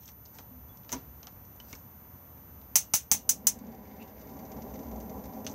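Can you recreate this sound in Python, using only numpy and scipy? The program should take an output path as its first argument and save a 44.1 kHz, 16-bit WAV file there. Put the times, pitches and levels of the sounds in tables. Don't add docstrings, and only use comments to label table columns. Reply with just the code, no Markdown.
import sys
import numpy as np
from scipy import signal
from scipy.fft import rfft, irfft, next_fast_len
from scipy.io import wavfile
from scipy.ndimage import uniform_filter1d

SR = 44100
rng = np.random.default_rng(int(sys.argv[2]) if len(sys.argv) > 2 else 0)


def dump_mix(stems):
    frames = np.atleast_2d(stems).T
    limited = np.clip(frames, -1, 1)
    pcm = np.round(limited * 32767).astype(np.int16)
    wavfile.write(sys.argv[1], SR, pcm)


def decibels_to_gain(level_db):
    exponent = np.asarray(level_db, float) / 20
    return 10 ** exponent


N = 244314
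TIME = np.arange(N) / SR

SPARK_TIMES = [
    2.7561,
    2.9366,
    2.9490,
    3.1150,
    3.2918,
    3.4690,
]
# peak level/dB, decay factor, likeness to the echo before (0-1), gain below 4 kHz/dB
SPARKS = [
    (-8, 1.1, 0.1, -0.5),
    (-12.5, 0.91, 1, -3.5),
    (-14, 1.14, 0.25, 1.5),
    (-8, 1.14, 0, 0.5),
    (-8, 0.93, 0.27, -2.5),
    (-6, 0.88, 1, -2),
]
# f/Hz, level/dB
SPARK_COLOUR = [(300, -26.5), (800, -8.5), (1500, -9.5), (2200, -5), (3200, -4.5), (4300, -6), (4900, -4.5),
                (5700, 0.5), (7000, 3), (9000, 4.5), (11000, 4.5), (13500, 3.5), (15500, 4)]
# f/Hz, t60/s
STEEL_BOX = [(500, 0.18), (1300, 0.13), (3500, 0.14), (6200, 0.12), (9000, 0.11), (16000, 0.1)]
# f/Hz, level/dB, t60/s
SHELF = [(2850, -15, .32), (3950, -16, .15), (4200, -18, .2), (4700, -9, .09), (5000, -8, .1),
         (5250, -8, .12), (5543, -8, .14), (5679, -8, .14), (5756, -9, .15), (5900, -7, .12),
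         (6039, -7, .12), (6225, -2, .11), (6630, -3, .11), (6900, -5, .11), (7303, -9, .11),
         (7979, -10, .1)]
# f/Hz, level/dB, t60/s
ELECTRODE = [(4690, -15, 0.0081), (5000, 2.5, 0.026), (5500, 4.5, 0.0092), (5900, 3, 0.0087),
             (6640, -1.5, 0.018)]

# t/s, level/dB, relative boom/dB, relative crack/dB
POPS = [
    (2.7598, -29.5, 1, -1),
    (2.9398, -25, 5, 9),
    (3.1195, -29.5, 11, 10),
    (3.146, -36, 11, 10),
]
# f/Hz, level/dB, t60/s
POP_BOX = [(72, -19.5, 0.31), (195, 2, 0.019), (832, 2.5, 0.059), (968, -7, 0.06), (1316, 0, 0.014),
           (2150, -4, 0.083)]

# t/s, roar level/dB
FLAME = [(3.1, -56.5), (3.25, -55), (3.5, -50), (3.7, -47), (3.85, -50.5), (4.0, -49), (4.15, -51),
         (4.25, -48), (4.9, -45.5), (5.3, -45), (5.54, -47.5)]
# f/Hz, width/Hz, level/dB
OVEN_AIR = [(270, 15, -4), (423, 35, -7), (523, 63, -5.5), (633, 17.6, -0.5), (767.5, 17, 2),
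            (840, 37, -3.5), (989.5, 19, -0.5), (1136, 31, -4), (1377, 39, -5.5)]
# f/Hz, level/dB
FLAME_BODY = [(100, 2), (200, 3), (600, -6.5), (1050, -11.5), (1200, -21.5), (1500, -23.5), (3000, -35.5)]
# f/Hz, level/dB
FLAME_HISS = [(1000, -61), (1500, 12.5), (2300, 4), (3000, 1), (5000, -4), (9000, -50), (16000, -2)]
# t/s, relative rumble level/dB, width/s
GUSTS = [
    (3.1, 0, .08),
    (3.55, -1, .12),
    (4.23, -7, 0.052),
    (4.55, -7, .1),
    (4.9, -2, 0.21),
    (5.27, -18, 0.05),
]

# t/s, peak level/dB, treble tilt/dB
CREAKS = [(3.5888, -35, 10), (3.6664, -42, -3), (3.7185, -47, -3), (3.7457, -41, 4), (3.9639, -41.5, 5),
          (4.0118, -51, 2), (4.0262, -39.5, 5), (4.051, -51, 4), (4.0767, -41.5, 1), (4.194, -42, 1.5),
          (4.2134, -39, 4), (4.292, -40.5, -2), (4.368, -43, -12), (4.3905, -39, 4), (4.451, -40.5, -2),
          (4.5168, -35.5, -2), (4.5645, -45, -1), (4.6199, -36.5, -9), (4.7387, -40, 6), (4.755, -39, -4),
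          (4.791, -38.5, -1), (4.8309, -43, -3), (4.9133, -39.5, 3), (4.9601, -41.5, .4),
          (5.0016, -37.5, 6), (5.0948, -40.5, 2), (5.239, -39.5, 4), (5.255, -38, 5), (5.335, -42.5, -4),
          (5.4456, -36.5, 5)]
# f/Hz, width/Hz, level/dB
SHEET = [(1780, 450, -11), (2140, 330, -0.5), (2860, 70, -8), (3630, 73, -5.5), (4670, 87, -2.5),
         (5100, 200, -5.5), (5900, 150, -5), (6800, 170, -10)]

# t/s, peak level/dB, ring f/Hz, relative treble/dB
DETENTS = [(.0875, -42.5, 2050, -14), (.386, -33, 2560, -13), (.834, -53, 3130, -6), (.847, -46, 2150, -14),
           (.8932, -32.5, 2620, -20), (.9195, -27.5, 6200, -4), (.9267, -20, 5970, -12),
           (.9327, -28.5, 5900, -3), (1.2304, -38, 3120, -21), (1.2707, -34, 3130, -34),
           (1.45, -52.5, 5830, -17), (1.752, -39, 5300, -14), (2.3755, -53, 2410, -3),
           (2.615, -48, 2040, -9)]
# t/s, peak level/dB, ring f/Hz, relative treble/dB
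TAPS = [(.034, -47, 2960, -5), (.057, -41.5, 6230, -25), (.079, -35.5, 3160, -19), (.118, -46, 5900, -20),
        (.2536, -43, 5060, -32), (.259, -40.5, 4950, -27), (.684, -53, 5500, -2), (.773, -44, 5520, -33),
        (1.324, -54, 5770, -21), (1.562, -52, 7500, -4), (5.497, -37, 6000, -20), (5.514, -39, 5900, -14),
        (1.205, -58, 5000, -14), (1.759, -51, 7500, -10)]
# t/s, peak level/dB, ring f/Hz, relative treble/dB
PINGS = [
    (.047, -56, 3240, -22),
    (1.6004, -35.5, 2950, -26),
    (1.729, -32.5, 2280, -26),
]
# t/s, peak level/dB, ring f/Hz, relative treble/dB
RACK = [
    (5.466, -22.5, 2850, -29),
    (5.473, -28, 3070, -29),
]
# table, relative thud/dB, relative ring/dB, share of rattling tail
TICK_KINDS = [
    (DETENTS, -0.58, -17, 0.21),
    (TAPS, -15.5, -23, 0.15),
    (PINGS, -6, -9.5, 0.16),
    (RACK, -9, -17.5, .25),
]
# t/s, f/Hz, level/dB, t60/s
HUMS = [
    (.35, 897, -56, 0.29),
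    (.512, 252.2, -50, 0.53),
    (.925, 980, -39, .08),
    (.94, 270, -42.5, 0.22),
    (1.232, 3160, -55, .05),
    (1.272, 3220, -58, 0.066),
    (1.603, 3020, -56, 0.072),
]
# t/s, level/dB, t60 factor
THUDS = [
    (.39, -59.5, 1.7),
    (.927, -43, 1.27),
    (0.944, -44.5, 0.61),
    (0.966, -51.5, 0.29),
    (1.731, -48, 0.31),
    (.98, -56, 0.97),
]
# f/Hz, level/dB, t60/s
PANEL = [(66, -4, 0.23), (150, -1, 0.16), (260.7, 4, 0.19), (499, 1, 0.098), (675, -5, .08), (960, 1, 0.11)]

# t of firmest grip/s, level/dB, rise/s, fall/s
RUBS = [
    (.08, -66, 0.073, 0.03),
    (.37, -64, 0.1, 0.056),
    (.905, -60.5, 0.014, 0.032),
    (1.70, -58.5, 0.042, .04),
    (1.76, -64, .03, 0.05),
    (5.52, -62, 0.018, 0.016),
]
# start/s, end/s, f/Hz, level/dB
SQUEAKS = [
    (0.69, 0.734, 3400, -64.5),
    (1.51, 1.563, 6000, -82),
]
# level/dB, f/Hz, width/Hz
SCUFF = (-60, 2700, 1800)

# f/Hz, level/dB
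ROOM = [(25, -38), (45, -6.5), (65, 2), (100, -1.5), (160, -7), (250, -8.5), (350, -17), (1000, -18.5),
        (1600, -27), (2500, -33.5), (4000, -42), (8000, -43.5), (13500, -40.5), (15000, -43.5)]
# f/Hz, width/Hz, level/dB
PORT = [(6200, 570, 14.5), (16200, 1400, 8)]

DOOR_S, DOOR_SWING_S = 3.82, 0.016
NOTE_SHUT_DB, NOTE_OPEN_DB, NOTE_FOLLOW = 7, -.5, 0.52
CALM_DB = -24
JET_DB, JET_RISE_S, JET_FULL_S, JET_FADE_DB, JET_FADE_S = -63, 0.56, 3.84, -7.5, .8
JET_FOLLOW, LUMP_DB = .8, 2
SCUFF_S, SCUFF_RISE_S, SCUFF_FALL_S = 4.025, .022, .03
WHINE_HZ, WHINE_DB = 14020.5, -57
ROOM_DB, ROOM_START_DB, ROOM_SETTLE_S = -56.5, -4.5, 0.4
DUCK_DB, LOUD_DB, DUCK_S = -3.5, -28, 0.27


def igniter():
    out, scatter = np.zeros(N), np.zeros(SR // 3)
    for s, (db, stretch, likeness, low_db) in zip(SPARK_TIMES, SPARKS):
        likeness = np.clip(likeness, 0, 1)
        fresh = rng.standard_normal(len(scatter))
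        scatter = likeness * scatter + np.sqrt(1 - likeness ** 2) * fresh
        echo = oven_echo(np.clip(stretch, .3, 2), scatter)
        spark = colour(echo, lambda hz: read([(3800, low_db), (4600, 0.016)], hz))
        add(out, s, decibels_to_gain(db - 8) * spark)
    return out


def oven_echo(stretch, scatter):
    t, out = np.arange(len(scatter)) / SR, 0
    hz = np.fft.rfftfreq(len(scatter), 1 / SR)
    edges = np.log([f for f, _ in STEEL_BOX])
    for k, (_, t60) in enumerate(STEEL_BOX):
        share = np.interp(np.log(hz + 1), edges, np.arange(len(edges)) == k)
        oven = decibels_to_gain(-60 * t / (t60 * stretch))
        kitchen = decibels_to_gain(-17.5 - 60 * t / (1.6 * t60))
        out = out + irfft(rfft(scatter) * share, len(t)) * (oven + kitchen)
    out = out * (1 + 0.14 * decibels_to_gain(-60 * t / 0.038))
    out = colour(out, lambda f: read(SPARK_COLOUR, f))
    out = 19 * out / np.linalg.norm(out)
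    return out + decibels_to_gain(-22.5) * modes(SHELF, t, stretch) + decibels_to_gain(-15.0) * modes(ELECTRODE, t, 0.8)


def pops():
    out, t = np.zeros(N), np.arange(8000) / SR
    for s, db, boom_db, crack_db in POPS:
        noise = rng.standard_normal(len(t))
        crack = noise * decibels_to_gain(crack_db - 60 * t / 0.013)
        crack = crack + evened(band(noise, 480, 1000)) * decibels_to_gain(-6.5 - 60 * t / 0.035)
        boom = decibels_to_gain(boom_db) * strike(POP_BOX[:2], 0.62, size=len(t))
        box = strike(POP_BOX[2:], 0.7, size=len(t))
        add(out, s, decibels_to_gain(db - 6.0) * (boom + box + crack))
    return out


def burner():
    burning = TIME - FLAME[0][0]
    lit = np.clip(burning / 0.05, 0, 1)
    roar_db = np.interp(TIME, *np.transpose(FLAME))
    swell_db = roar_db - uniform_filter1d(roar_db, size=SR // 2)
    door = 1 / (1 + np.exp((DOOR_S - TIME) / DOOR_SWING_S))
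    note_db = NOTE_SHUT_DB + (NOTE_OPEN_DB - NOTE_SHUT_DB) * door + NOTE_FOLLOW * swell_db
    draught = decibels_to_gain(CALM_DB) + sum(decibels_to_gain(db) * hump(s, width, width) for s, db, width in GUSTS)
    jet_fade_db = JET_FADE_DB * np.clip((TIME - JET_FULL_S) / JET_FADE_S, 0, 1)
    jet_rise = np.clip(burning / JET_RISE_S, 0, 1) ** 2
    jet = jet_rise * decibels_to_gain(JET_DB + JET_FOLLOW * swell_db + jet_fade_db)
    flutter = decibels_to_gain(1.2 * evened(uniform_filter1d(rng.standard_normal(N), size=500)))
    roar = steady(lambda hz: read(FLAME_BODY, hz) + peaks_db(OVEN_AIR, hz, valley_db=-17.5))
    note = steady(lambda hz: 2 * peaks_db([(216.7, 55.5, 0.0038)], hz, valley_db=-40.5))
    rumble = steady(lambda hz: 2 * peaks_db([(61, 19, 0)], hz, valley_db=-33.0))
    hiss = air(lambda hz: read(FLAME_HISS, hz) + peaks_db(SHEET, hz, valley_db=-10),
               patchy_db=1, flicker_db=2)
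    slow = uniform_filter1d(uniform_filter1d(rng.standard_normal(N), size=2500), size=2500)
    lumps_db = LUMP_DB * door * evened(slow)
    low = decibels_to_gain(0.42 * lumps_db) * roar + decibels_to_gain(note_db + lumps_db - 2.0) * note + draught * rumble
    return lit * decibels_to_gain(roar_db) * flutter * low + jet * hiss


def warming():
    dull, bright, t = np.zeros(N), np.zeros(N), np.arange(3000) / SR
    faint = [(3.6 + 1.9 * a, -55 + 9 * b, -3) for a, b in rng.random((90, 2))]
    for s, db, tilt_db in list(CREAKS) + faint:
        scrape = rng.standard_normal(len(t)) * decibels_to_gain(db - 9)
        add(dull, s, scrape * decibels_to_gain(-60 * t / 0.057))
        add(bright, s, scrape * decibels_to_gain(tilt_db - 60 * t / 0.017))
    span = [(900, -24.0), (1700, 3.0), (7000, 2.5), (8500, -26)]
    metal = colour(dull, lambda hz: peaks_db(SHEET, hz, valley_db=-10.5) + read(span, hz))
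    edge = [(2500, -33.0), (4500, -14), (9000, -10.5), (16000, -8)]
    return metal + colour(bright, lambda hz: read(edge, hz))


def knob():
    out, t = np.zeros(N), np.arange(12000) / SR
    quick, slow = decibels_to_gain(-60 * t / 0.0041), decibels_to_gain(-60 * t / 0.096)
    for table, thud_db, ring_db, tail in TICK_KINDS:
        for s, db, hz, treble_db in table:
            burst, edge, low = rng.standard_normal((len(t), 3)).T
            body = evened(band(band(burst, hz, 3500), 2500, 6600))
            treble = evened(band(band(edge, 13400, 10000), 14000, 9000))
            snap = (quick + tail * slow) * (body + decibels_to_gain(treble_db + 9.5) * treble)
            ring = band(edge * decibels_to_gain(-60 * t / 0.03), hz, 200)
            ring = decibels_to_gain(ring_db + 13.5) * ring / abs(ring).max()
            knock = evened(band(band(low, 350, 940), 430, 1900))
            thud = knock * decibels_to_gain(thud_db - 4.5) * (quick + 0.89 * slow)
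            add(out, s, decibels_to_gain(db - 11.5) * (snap + ring + thud))
    for s, *mode in HUMS:
        add(out, s, np.minimum(t / .004, 1) * modes([mode], t, 1))
    for s, db, stretch in THUDS:
        stretch = max(stretch, .1)
        rattle = evened(band(rng.standard_normal(len(t)), 350, 300)) * decibels_to_gain(-60 * t / (0.22 * stretch))
        add(out, s, decibels_to_gain(db) * (strike(PANEL, stretch, size=len(t)) + 0.92 * rattle))
    return out


def glove():
    grain = [(1500, -2), (4200, -4), (5000, -2.5), (8000, -5), (10000, -11), (16000, -4)]
    rub = air(lambda hz: read(grain, hz), patchy_db=-3.5, flicker_db=-4.5)
    out = rub * sum(decibels_to_gain(db) * hump(s, rise, fall) for s, db, rise, fall in RUBS)
    db, hz, width = SCUFF
    seal = evened(band(band(rub, hz, width), hz, width))
    out += decibels_to_gain(db) * hump(SCUFF_S, SCUFF_RISE_S, SCUFF_FALL_S) * seal
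    for start, end, hz, db in SQUEAKS:
        t = np.arange(0, end - start, 1 / SR)
        fade = decibels_to_gain(db - 170 * t) * np.minimum(t / 0.0036, 1)
        add(out, start, fade * np.sin(2 * np.pi * hz * t))
    return out


def room():
    wash = steady(lambda hz: read(ROOM, hz))
    whine = decibels_to_gain(WHINE_DB) * np.sqrt(2) * np.sin(2 * np.pi * WHINE_HZ * TIME)
    return wash * decibels_to_gain(ROOM_DB + ROOM_START_DB * np.exp(-TIME / ROOM_SETTLE_S) + 3.5) + whine


def modes(table, t, stretch):
    return sum(decibels_to_gain(db - 60 * t / (t60 * stretch)) * np.sin(2 * np.pi * f * t) for f, db, t60 in table)


def strike(table, stretch, size):
    t, out = np.arange(size) / SR, 0
    odds = rng.uniform(-1.0, 1, (len(table), 2))
    for (f, db, t60), (a, b) in zip(table, odds):
        decay = decibels_to_gain(db + 3 * a - 60 * t / (t60 * stretch))
        out = out + decay * np.sin(2 * np.pi * f * (1 + .02 * b) * t)
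    return out


def air(gain_db, patchy_db, flicker_db):
    frames, hz = N // 256 + 5, np.fft.rfftfreq(1024, 1 / SR)
    a, b, patches = rng.standard_normal((frames, 513, 3)).T
    patches = evened(uniform_filter1d(uniform_filter1d(patches, size=10, axis=0), size=12, axis=1))
    flicker = evened(uniform_filter1d(rng.standard_normal(frames), size=5))
    z = (a + 1j * b) * decibels_to_gain(gain_db(hz)[:, None] + patchy_db * patches + flicker_db * flicker)
    return evened(signal.istft(z, nperseg=1024, noverlap=768)[1][:N])


def steady(gain_db):
    gain = decibels_to_gain(gain_db(np.fft.rfftfreq(N, 1 / SR)))
    return evened(irfft(rfft(rng.standard_normal(N)) * gain, N))


def colour(x, gain_db):
    size = next_fast_len(len(x) + 4096)
    hz = abs(np.fft.fftfreq(4096, 1 / SR))
    log_gain = np.log(decibels_to_gain(np.maximum(gain_db(hz), -100)))
    taps = np.fft.ifft(np.exp(np.conj(signal.hilbert(log_gain)))).real[:2048]
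    return irfft(rfft(x, size) * rfft(taps, size), size)[:len(x)]


def band(x, hz, width):
    r = np.exp(-np.pi * width / SR)
    return signal.lfilter([1, 0, -1], [1, -2 * r * np.cos(2 * np.pi * hz / SR), r * r], x)


def peaks_db(peaks, hz, valley_db):
    power = sum(decibels_to_gain(2 * db) / (1 + (2 * (hz - f) / w) ** 2) for f, w, db in peaks)
    return 10 * np.log10(decibels_to_gain(2 * valley_db) + power)


def read(points, hz):
    f, value = np.transpose(points)
    return np.interp(np.log(hz + 1), np.log(f + 1), value)


def hump(s, rise, fall):
    return np.exp(-((TIME - s) / np.where(TIME < s, rise, fall)) ** 2)


def evened(x):
    return x / np.sqrt(np.mean(x ** 2) + 1e-20)


def add(mix, s, sound):
    part = mix[round(s * SR):][:len(sound)]
    part += sound[:len(part)]


def scene():
    return (igniter() + pops() + knob() + glove() + warming() + burner() + room())[None]


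def ducked(x):
    r = np.exp(-1 / (DUCK_S * SR))
    memory = signal.lfilter([(1 - r) ** 2], [1, -2 * r, r * r], x ** 2)
    return x * decibels_to_gain(DUCK_DB * memory / decibels_to_gain(2 * LOUD_DB))


def top_cut(x):
    return signal.sosfilt(signal.butter(12, 17110, fs=SR, output="sos"), x)


def record(dry):
    limits = [(20, -34), (45, -10.0), (60, 1.0), (15700, 0), (16000, -22.0), (16800, -59.0), (17300, -64)]
    port = colour(dry[0], lambda hz: peaks_db(PORT, hz, valley_db=0) + read(limits, hz))
    return top_cut(ducked(port)[None])


dry = scene()
out = record(dry)
dump_mix(out)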